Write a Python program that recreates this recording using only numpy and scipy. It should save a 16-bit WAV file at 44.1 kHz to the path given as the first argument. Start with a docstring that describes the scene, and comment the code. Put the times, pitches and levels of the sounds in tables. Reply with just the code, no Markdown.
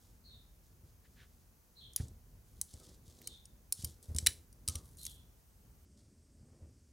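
"""In a small kitchen, steel tongs work a cauliflower floret in a bowl of batter, close to a phone.
Impacts excite the hand-damped arms in short clicks; blows through the bowl ring the wooden counter, and
a struck rim rings the bowl. Snapping films make the squelch, folding batter the plops, rubs the brushing.
Diffuse echoes carry these on. Behind lie rumble and wide hiss, later duller and narrow, a far bird of
stepped whistles and a faint insect of throbbing noise."""
import sys
import numpy as np
from scipy import signal
from scipy.fft import rfft, irfft
from scipy.io import wavfile

SR = 44100
rng = np.random.default_rng(int(sys.argv[2]) if len(sys.argv) > 2 else 0)


def bounce(signal):
    """Save signal as a 16-bit WAV file at the path given by the first command-line argument."""
    frames = np.transpose(np.atleast_2d(signal))
    limited = np.clip(frames, -1, 1)
    pcm = np.round(limited * 32767).astype(np.int16)
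    wavfile.write(sys.argv[1], SR, pcm)


N = 305172  # samples

# tongs touching the bowl or each other: t/s, level/dB (before a common trim), body/dB (how freely the
# arms ring), edge/dB (bare steel against padded), chatter peak time/s
CLICKS = [(1.934, -43.5, -10, -3, .0006), (1.9616, -14.5, -6, 7.5, 0.00083), (1.977, -43, 23, 4, .0008),
          (2.0827, -46, -9, -15, 0.00074), (2.6135, -17, -9, 3, 0.00064), (2.7383, -40, 1, -12, 0.00076),
          (2.8, -46, 3, 3, 0.00055), (3.217, -43, 27, 21, 0.00031), (3.273, -24, 2, 1, .001),
          (3.455, -39.5, -9, -11, 0.00076), (3.7238, -13.5, -9, 1.5, .00083), (3.823, -35.5, 1, -5, 0.0013),
          (3.845, -20.5, 0.5, 7, 0.0016), (4.0274, -44, -18, -0.5, 0.00099),
          (4.1475, -34.5, -5, -5, .00076), (4.1635, -25, -4.5, -4, 0.00083),
          (4.1851, -15.5, 2.5, -12, .00063), (4.263, -11, 13.5, -2, 0.0012), (4.269, -4.5, 14.5, 2.5, .001),
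          (4.5275, -46.5, -6.5, 0, 0.00066), (4.6772, -18.5, -0.5, -9, 0.00091),
          (4.6858, -17, -1, -2, 0.00043), (4.6954, -27.5, 3, -6, 0.0012), (4.7539, -24, 9, 0, .0013),
          (4.971, -44.5, -22, -4, .0005), (5.032, -35, -16, 4, .0008), (5.0523, -27.5, -2, -2, .00045),
          (5.065, -25.5, 3, -2, 0.00087)]
# modes of the hand-held arms: f/Hz, level/dB, t60/s
ARM_MODES = [(1900, -6, 0.0044), (2350, 2.5, 0.015), (2785, -0.5, 0.0095), (3104, 0, 0.02),
             (4058, -3.5, 0.027), (4420, -7.5, 0.009), (4760, -0.5, 0.016), (5340, -2.5, 0.0097),
             (5890, 1, 0.018), (6660, 1.5, 0.013), (7670, -6, 0.03), (8096, -1.5, 0.0081), (8817, 1, 0.022),
             (9475, 4, 0.023), (10134, 6.5, 0.015), (10870, 3, 0.0059), (11900, 1.5, 0.0078),
             (11900, -0.5, .008), (13700, -2, 0.01)]
# click registers: centres f/Hz; edges f/Hz
REGISTER_HZ = [2200, 5000, 9000, 13300]
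REGISTER_EDGES_HZ = [1500, 3300, 7000, 11000, 16000]
# one value per register: its share of an ordinary click level/dB; how far body and edge move it, dB per dB
REGISTER_DB = [-21, -4, 0.5, -8.5]
BODY_SHARE = [1, .2, 0, 0]
EDGE_SHARE = [0, 0, 0, 1]

# blows that reach the counter through the bowl: t/s, peak level/dB, push length/s
THUDS = [(0.834, -49, 0.0024), (2, -28.5, 0.0032), (2.035, -42.5, 0.0074), (2.738, -42.5, 0.0079),
         (3.078, -45, 0.0078), (3.791, -44, 0.0027), (3.837, -33.5, 0.0021), (4.084, -35.5, 0.0096),
         (4.11, -36.5, 0.0078), (4.149, -30, 0.0038), (4.227, -35, 0.0024), (4.274, -38.5, 0.003),
         (4.684, -33.5, 0.001), (4.75, -36, 0.006), (6.619, -44.5, 0.0027)]
# modes of the counter under the bowl: f/Hz, level/dB, t60/s
COUNTER_MODES = [(54, -11.5, 0.33), (83.1, 5.5, 0.12), (111, 1, 0.15), (133, -7.5, 0.036),
                 (162.7, -10.5, 0.097), (198, -12.5, 0.18), (240, -9.5, 0.057), (343, -15, 0.036),
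                 (509, -13, 0.087)]

# strikes on the bowl's rim: t/s, peak level/dB
RIM_HITS = [(2.802, -69), (4.678, -51.5), (4.755, -65.5)]
# modes of the bowl: f/Hz, level/dB, t60/s
BOWL_MODES = [(1289, 15, 0.066), (1114, -1, 0.16), (690, -10, .05), (1570, -16, .06), (2150, -5, .06),
              (3420, -10, 0.07)]

# the wet floret slides on the steel: start t/s, length/s, level/dB, edge/dB (bare steel against padded)
SLIDES = [(0, 0.12, -71.5, -4), (.63, 0.048, -72, -13), (0.848, 0.05, -74, -6), (1.038, 0.38, -77.5, -5),
          (1.966, 0.048, -55, -9), (2.42, 0.41, -76.5, 4), (2.678, 0.095, -62, -4),
          (2.793, 0.13, -61, -5.5), (3.036, 0.15, -66, -3), (3.174, 0.19, -64.5, -6),
          (3.748, 0.13, -54.5, -1), (4.02, 0.083, -65.5, 4), (4.158, 0.054, -54, 3),
          (4.252, 0.063, -54.5, -3.5), (4.685, 0.074, -53, -4), (4.828, 0.11, -73, 10),
          (4.972, 0.14, -59, 9), (5.965, .04, -69.5, -6)]
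SLIDE_RISE, SLIDE_RELEASE_S = .3, 0.044  # share of a slide spent gathering speed; its dying away
SLIDE_EASE_DB = -4  # change of level over a slide as the floret settles
EDGE_HZ = 9000  # bare steel is heard above this

# the tongs push the floret through the batter: start t/s, length/s, level/dB
STIRS = [(2.72, 0.19, -64.5), (3.05, 0.25, -67.5), (3.78, 0.6, -68.5), (4.66, 0.15, -65.5),
         (6.33, 0.35, -68)]
STIR_RISE, STIR_RELEASE_S = .8, 0.038  # share of a stir spent gathering speed; the batter settling
# every thud jolts the batter: level against the thud, hold, release
SPLASH_DB, SPLASH_S, SPLASH_RELEASE_S = -26, .012, 0.027

# the floret brushing its neighbours or the bowl: t/s, length/s, level/dB
BRUSHES = [(1.031, 0.052, -75), (1.135, 0.15, -69), (1.975, 0.052, -66)]
# room response by register: f/Hz, level/dB, t60/s
ROOM = [(152, -5, 0.36), (990, -13, 0.11), (2502, -21, 0.2), (5000, -17.5, 0.15), (9200, -21.5, .25),
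        (13940, -23, 0.21)]
# far bird, two slurred notes a call: t/s, level/dB, high note f/Hz, low note f/Hz
CHIRPS = [(0.236, -70.5, 4270, 3730), (1.753, -67.5, 4105, 3447), (3.23, -69, 4150, 3610),
          (4.977, -68, 4150, 3410)]

# spectra of the still air, before and after the hiss thins out: f/Hz, relative level/dB per Hz
AIR = [(15, -60), (25, -17), (42, 3), (70, 0), (217, -15), (249, -15), (277, -20), (489, -23), (531, -25),
       (575, -26.5), (3520, -39.5), (6380, -32.5), (7710, -36), (14800, -33), (16000, -36)]
LATE_AIR = [(15, -49.5), (25, -13), (80, -2.5), (185, -19.5), (223, -13.5), (531, -33), (575, -28.5),
            (734, -40), (3920, -47), (4740, -38.5), (8360, -39.5), (16000, -56.5)]
AIR_DB, LATE_AIR_DB = -61.5, -61  # rms
HISS_DROP_S = 5.85
# width of the air before the hiss thins out: f/Hz, side minus mid level/dB
AIR_WIDTH = [(60, -17.5), (110, -11.5), (200, -9.5), (380, -10), (700, -3), (1290, -2), (2380, -1.5),
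             (4400, -3), (8120, -10.5), (15000, 3.5)]
TOP_HZ = 15900  # nothing is heard much above this


def tongs(trim_db=-11.0, chatter=0.54, crack_db=-5, rattle_db=-43, rattle_s=0.29, knock_db=-34):
    """Impact excitation: steel chatters on steel for milliseconds and rings the damped modes of the arms."""
    out, t = np.zeros(N), seconds(.3)
    lead = 64  # samples of silence, as the colour filter also spreads backwards
    for s, level_db, body_db, edge_db, contact_s in CLICKS:
        # a first touch, then a chatter that swells and dies as the scalloped edge seats itself
        contact = chatter * rng.standard_normal(len(t)) * t / contact_s * np.exp(1 - t / contact_s)
        contact[0] += 1
        # the loose hinge buzzes on faintly
        contact += undb(rattle_db) * rng.laplace(size=len(t)) * decay(t, rattle_s)
        modes = ring(ARM_MODES, t, scatter_db=3.0, detune=0.019)
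        arms = signal.fftconvolve(contact, modes)[:len(t)]
        crack = level(band(contact, 2000, 8400), crack_db)
        click = band(level(arms, 0) + crack, 1900, 21000, order=4)

        # a loose grip lets the low modes through; bare steel adds the top that batter would pad away
        colour_db = np.array(REGISTER_DB) + body_db * np.array(BODY_SHARE) + edge_db * np.array(EDGE_SHARE)
        edges = zip(REGISTER_EDGES_HZ, REGISTER_EDGES_HZ[1:])
        registers = [band(click, lo, hi, order=3) for lo, hi in edges]
        gains_db = colour_db - 20 * np.log10(np.std(registers, axis=1))
        click = colour(np.pad(click, (lead, 0)), list(zip(REGISTER_HZ, gains_db)))

        # the bowl's wall answers with a faint, dull knock
        knock = band(np.pad(contact, (lead, 0)), 300, 1400)
        click = level(click, 0) + level(knock, knock_db)
        burst_rms = np.sqrt(np.sum(click ** 2) / (.003 * SR))  # all the energy, as if within 3 ms
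        add(out, s - lead / SR, click / burst_rms * undb(level_db + trim_db))
    return out


def thuds():
    """Forced modal response: soft pushes through the batter ring the counter; a longer push is duller."""
    out, t = np.zeros(N), seconds(0.42)
    for s, db, push_s in THUDS:
        push = t * np.exp(-2 * np.pi * t / push_s)
        modes = ring(COUNTER_MODES, t, scatter_db=3.5, detune=0.018)
        thud = band(signal.fftconvolve(push, modes)[:len(t)], 39, 1500)
        add(out, s, thud / np.abs(thud).max() * undb(db))
    return out


def bowl(sag_per_s=0.93, rub_s=0.061):
    """Mass loading: a struck and rubbed rim rings, and its pitch sags as batter washes up the wall."""
    out, t = np.zeros(N), seconds(.4)
    for s, db in RIM_HITS:
        rub = rng.standard_normal(len(t)) * np.exp(-t / rub_s)
        tone = signal.fftconvolve(rub, ring(BOWL_MODES, t, detune=0.0068))[:len(t)]
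        # time runs ever slower, so the pitch falls by this fraction each second
        tone = np.interp(t - sag_per_s * t ** 2 / 2, t, tone)
        add(out, s, undb(db) * tone / np.abs(tone).max())
    return out


def squelch(grain_db=2.0, grains_per_s=5000, stick_db=2.0, stick_hz=35, snaps_per_s=35, snap_db=18):
    """Stick-slip: tiny wet films snap as the floret slides on steel; now and then a larger one lets go."""
    happens = rng.random(N) < grains_per_s / SR
    sign = rng.choice([-1, 1], N)
    size = undb(grain_db * np.minimum(rng.exponential(size=N), 5))
    stick = undb(stick_db * level(band(rng.standard_normal(N), 7.5, stick_hz), 0))
    films = happens * sign * size * stick
    films = films + (rng.random(N) < snaps_per_s / SR) * undb(snap_db)
    wet = level(colour(films, [(100, -26.5), (1200, -16.5), (2400, -19.0), (3400, -2.5),
                               (6500, -1), (9500, -1.5), (12500, -8.0), (16000, -21)]), 0)

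    soft = signal.sosfiltfilt(signal.butter(3, EDGE_HZ, fs=SR, output="sos"), wet)
    padded = [(s, length, db) for s, length, db, _ in SLIDES]
    bare = [(s, length, db + edge_db) for s, length, db, edge_db in SLIDES]
    shape = SLIDE_RISE, SLIDE_RELEASE_S, SLIDE_EASE_DB
    return soft * strokes(padded, *shape) + (wet - soft) * strokes(bare, *shape)


def slosh(folds_per_s=900):
    """Viscous folding: stirred or jolted, thick batter folds over in many soft, dull plops."""
    folds = (rng.random(N) < folds_per_s / SR) * rng.standard_normal(N)
    plops = colour(folds, [(40, -20.5), (120, 1), (250, 2), (500, -2.5),
                           (800, -13.0), (1250, -20), (2000, -23), (6000, -46.0)])
    jolts = [(s, SPLASH_S, db + SPLASH_DB) for s, db, _ in THUDS]
    stirred = strokes(STIRS, STIR_RISE, STIR_RELEASE_S)
    jolted = strokes(jolts, .3, SPLASH_RELEASE_S)
    return level(plops, 0) * np.hypot(stirred, jolted)


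def brushes():
    """Friction noise: short, dull rubs of a floret against another or against the bowl."""
    out = np.zeros(N)
    for s, length, db in BRUSHES:
        n = int(length * SR)
        rub = colour(rng.laplace(size=n), [(300, -25), (1100, -3), (1700, 10.5),
                                           (2500, 2.5), (4000, 1.5), (12000, -24)])
        add(out, s, level(rub * np.hanning(n), db))
    return out


def room(x, gap_s=0.0093):
    """Reverberation: after a short gap, diffuse echoes decay at each register's own rate, bass slowest."""
    t = seconds(0.65)
    hz = np.array(ROOM)[:, 0]
    edges = np.r_[50, np.sqrt(hz[1:] * hz[:-1]), 17000]
    response = 0
    for (_, db, t60), lo, hi in zip(ROOM, edges, edges[1:]):
        fade = decay(t, t60) * (t > gap_s)
        echoes = band(rng.standard_normal(len(t)), lo, hi)
        response = response + undb(db) * echoes * fade / np.linalg.norm(fade)
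    return signal.fftconvolve(x, response)[:N]


def bird(echo_t60=0.463, rasp_db=-3, call_s=0.13, direct=0.48):
    """Frequency modulation: a whistle steps from high to low, smeared by partly shared echoes at each ear."""
    out, t = np.zeros((2, N)), seconds(1.0)
    progress = t / call_s
    effort = np.interp(progress, [0, .2, .4, .6, .8, 1], [0.36, 0.8, 0.41, 0.84, 0.44, 0.0086])
    for s, db, high_hz, low_hz in CHIRPS:
        pitch_hz = np.interp(progress, [0, .25, .45, .75, 1], [high_hz, high_hz, low_hz, low_hz, .88 * low_hz])
        rasp = 0.5 + level(band(rng.standard_normal(len(t)), 30, 220), rasp_db)
        whistle = effort * rasp * np.sin(2 * np.pi * np.cumsum(pitch_hz) / SR)
        shared = direct * rng.standard_normal(len(t))
        for ear in out:
            echoes = (shared + rng.standard_normal(len(t))) * decay(t, echo_t60)
            add(ear, s, level(signal.fftconvolve(whistle, echoes)[:len(t)], db))
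    return out


def insect(full_db=-83, pulse_hz=9.2, depth=0.55):
    """Amplitude modulation: narrow-band noise throbs as a thin, far trill, heard mostly near the end."""
    t = np.arange(N) / SR
    trill = band(rng.standard_normal(N), 8100, 8650) * (1 - depth * np.cos(2 * np.pi * pulse_hz * t))
    presence = np.interp(t, [5.25, 5.4, 6.5, 6.9], [0.045, 0.69, 0.66, 0.2])  # share of the full level
    return level(trill, full_db) * presence


def air(side_db=0, late_side_db=-19, waver_db=4.0):
    """Shaped noise: rumble wavers under a wide hiss in mid and side; late on it is duller and narrow."""
    t = np.arange(N) / SR
    early = level(colour(rng.standard_normal(N), AIR), AIR_DB)
    late = level(colour(rng.standard_normal(N), LATE_AIR), LATE_AIR_DB)
    apart = level(colour(rng.standard_normal(N), AIR), AIR_DB)
    mid = np.where(t < HISS_DROP_S, early, late)
    waver = np.interp(t, np.linspace(0, t[-1], 60), rng.standard_normal(60))
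    mid = mid + band(mid, 30, 400, order=1) * (undb(waver_db * waver) - 1)
    side = colour(apart, AIR_WIDTH) * undb(np.where(t < HISS_DROP_S, side_db, late_side_db))
    return mid + side * np.array([[1], [-1]])


def ring(modes, t, scatter_db=0, detune=0):
    """Modal superposition: decaying sines; contact point and grip change their strength and pitch."""
    hz, db, t60 = np.transpose(modes)[:, :, None]
    strength, pitch = rng.standard_normal((2, len(modes), 1))
    gain = undb(db + scatter_db * strength)
    return np.sum(gain * decay(t, t60) * np.sin(2 * np.pi * hz * (1 + detune * pitch) * t), axis=0)


def strokes(rows, rise, release_s, ease_db=0):
    """Power summation of movements (start/s, length/s, level/dB): each gathers speed, eases, dies away."""
    t, power = np.arange(N) / SR, np.zeros(N)
    for s, length, db in rows:
        progress = np.clip((t - s) / length, 0, 1)
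        attack = np.sqrt(np.minimum(progress / rise, 1))
        release = np.exp(-np.clip((t - s - length) / release_s, 0, 20))
        power += (undb(db + ease_db * progress) * attack * release) ** 2
    return np.sqrt(power)


def decay(t, t60):
    """Exponential decay: the level falls 60 dB in t60 seconds."""
    return np.exp(-np.log(1000) * t / t60)


def colour(x, points):
    """Zero-phase filtering: (f/Hz, level/dB) points joined on a log-frequency axis."""
    hz, db = np.transpose(points)
    f = np.fft.rfftfreq(len(x), 1 / SR)
    return irfft(rfft(x) * undb(np.interp(np.log(f + 1), np.log(hz), db)), len(x))


def band(x, lo_hz, hi_hz, order=2):
    """Causal band-pass filtering."""
    sos = signal.butter(order, [lo_hz, min(hi_hz, .45 * SR)], "band", fs=SR, output="sos")
    return signal.sosfilt(sos, x)


def undb(db):
    """Logarithmic level: decibels to amplitude gain."""
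    return 10 ** (np.asarray(db) / 20)


def level(x, db):
    """Root mean square: scale a sound to an rms level."""
    return x * undb(db) / np.sqrt(np.mean(x ** 2))


def seconds(length):
    """Sampling: the time axis of a short sound."""
    return np.arange(int(length * SR)) / SR


def add(track, s, sound):
    """Superposition: mix a sound in at a time."""
    i = max(int(s * SR), 0)
    track[i:i + len(sound)] += sound[:max(N - i, 0)]


def scene():
    """Superposition: the work and its echoes lie in the centre; bird and air differ between the ears."""
    near = tongs() + thuds() + bowl() + squelch() + slosh() + brushes()
    return near + room(near) + bird() + insect() + air()


def record(dry, low_cut_hz=38):
    """Band limiting: the phone thins the deepest bass and cuts the top."""
    thinned = signal.sosfilt(signal.butter(2, low_cut_hz, "high", fs=SR, output="sos"), dry)
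    return signal.sosfilt(signal.ellip(8, .2, 70, TOP_HZ, fs=SR, output="sos"), thinned)


dry = scene()
out = record(dry)
bounce(out)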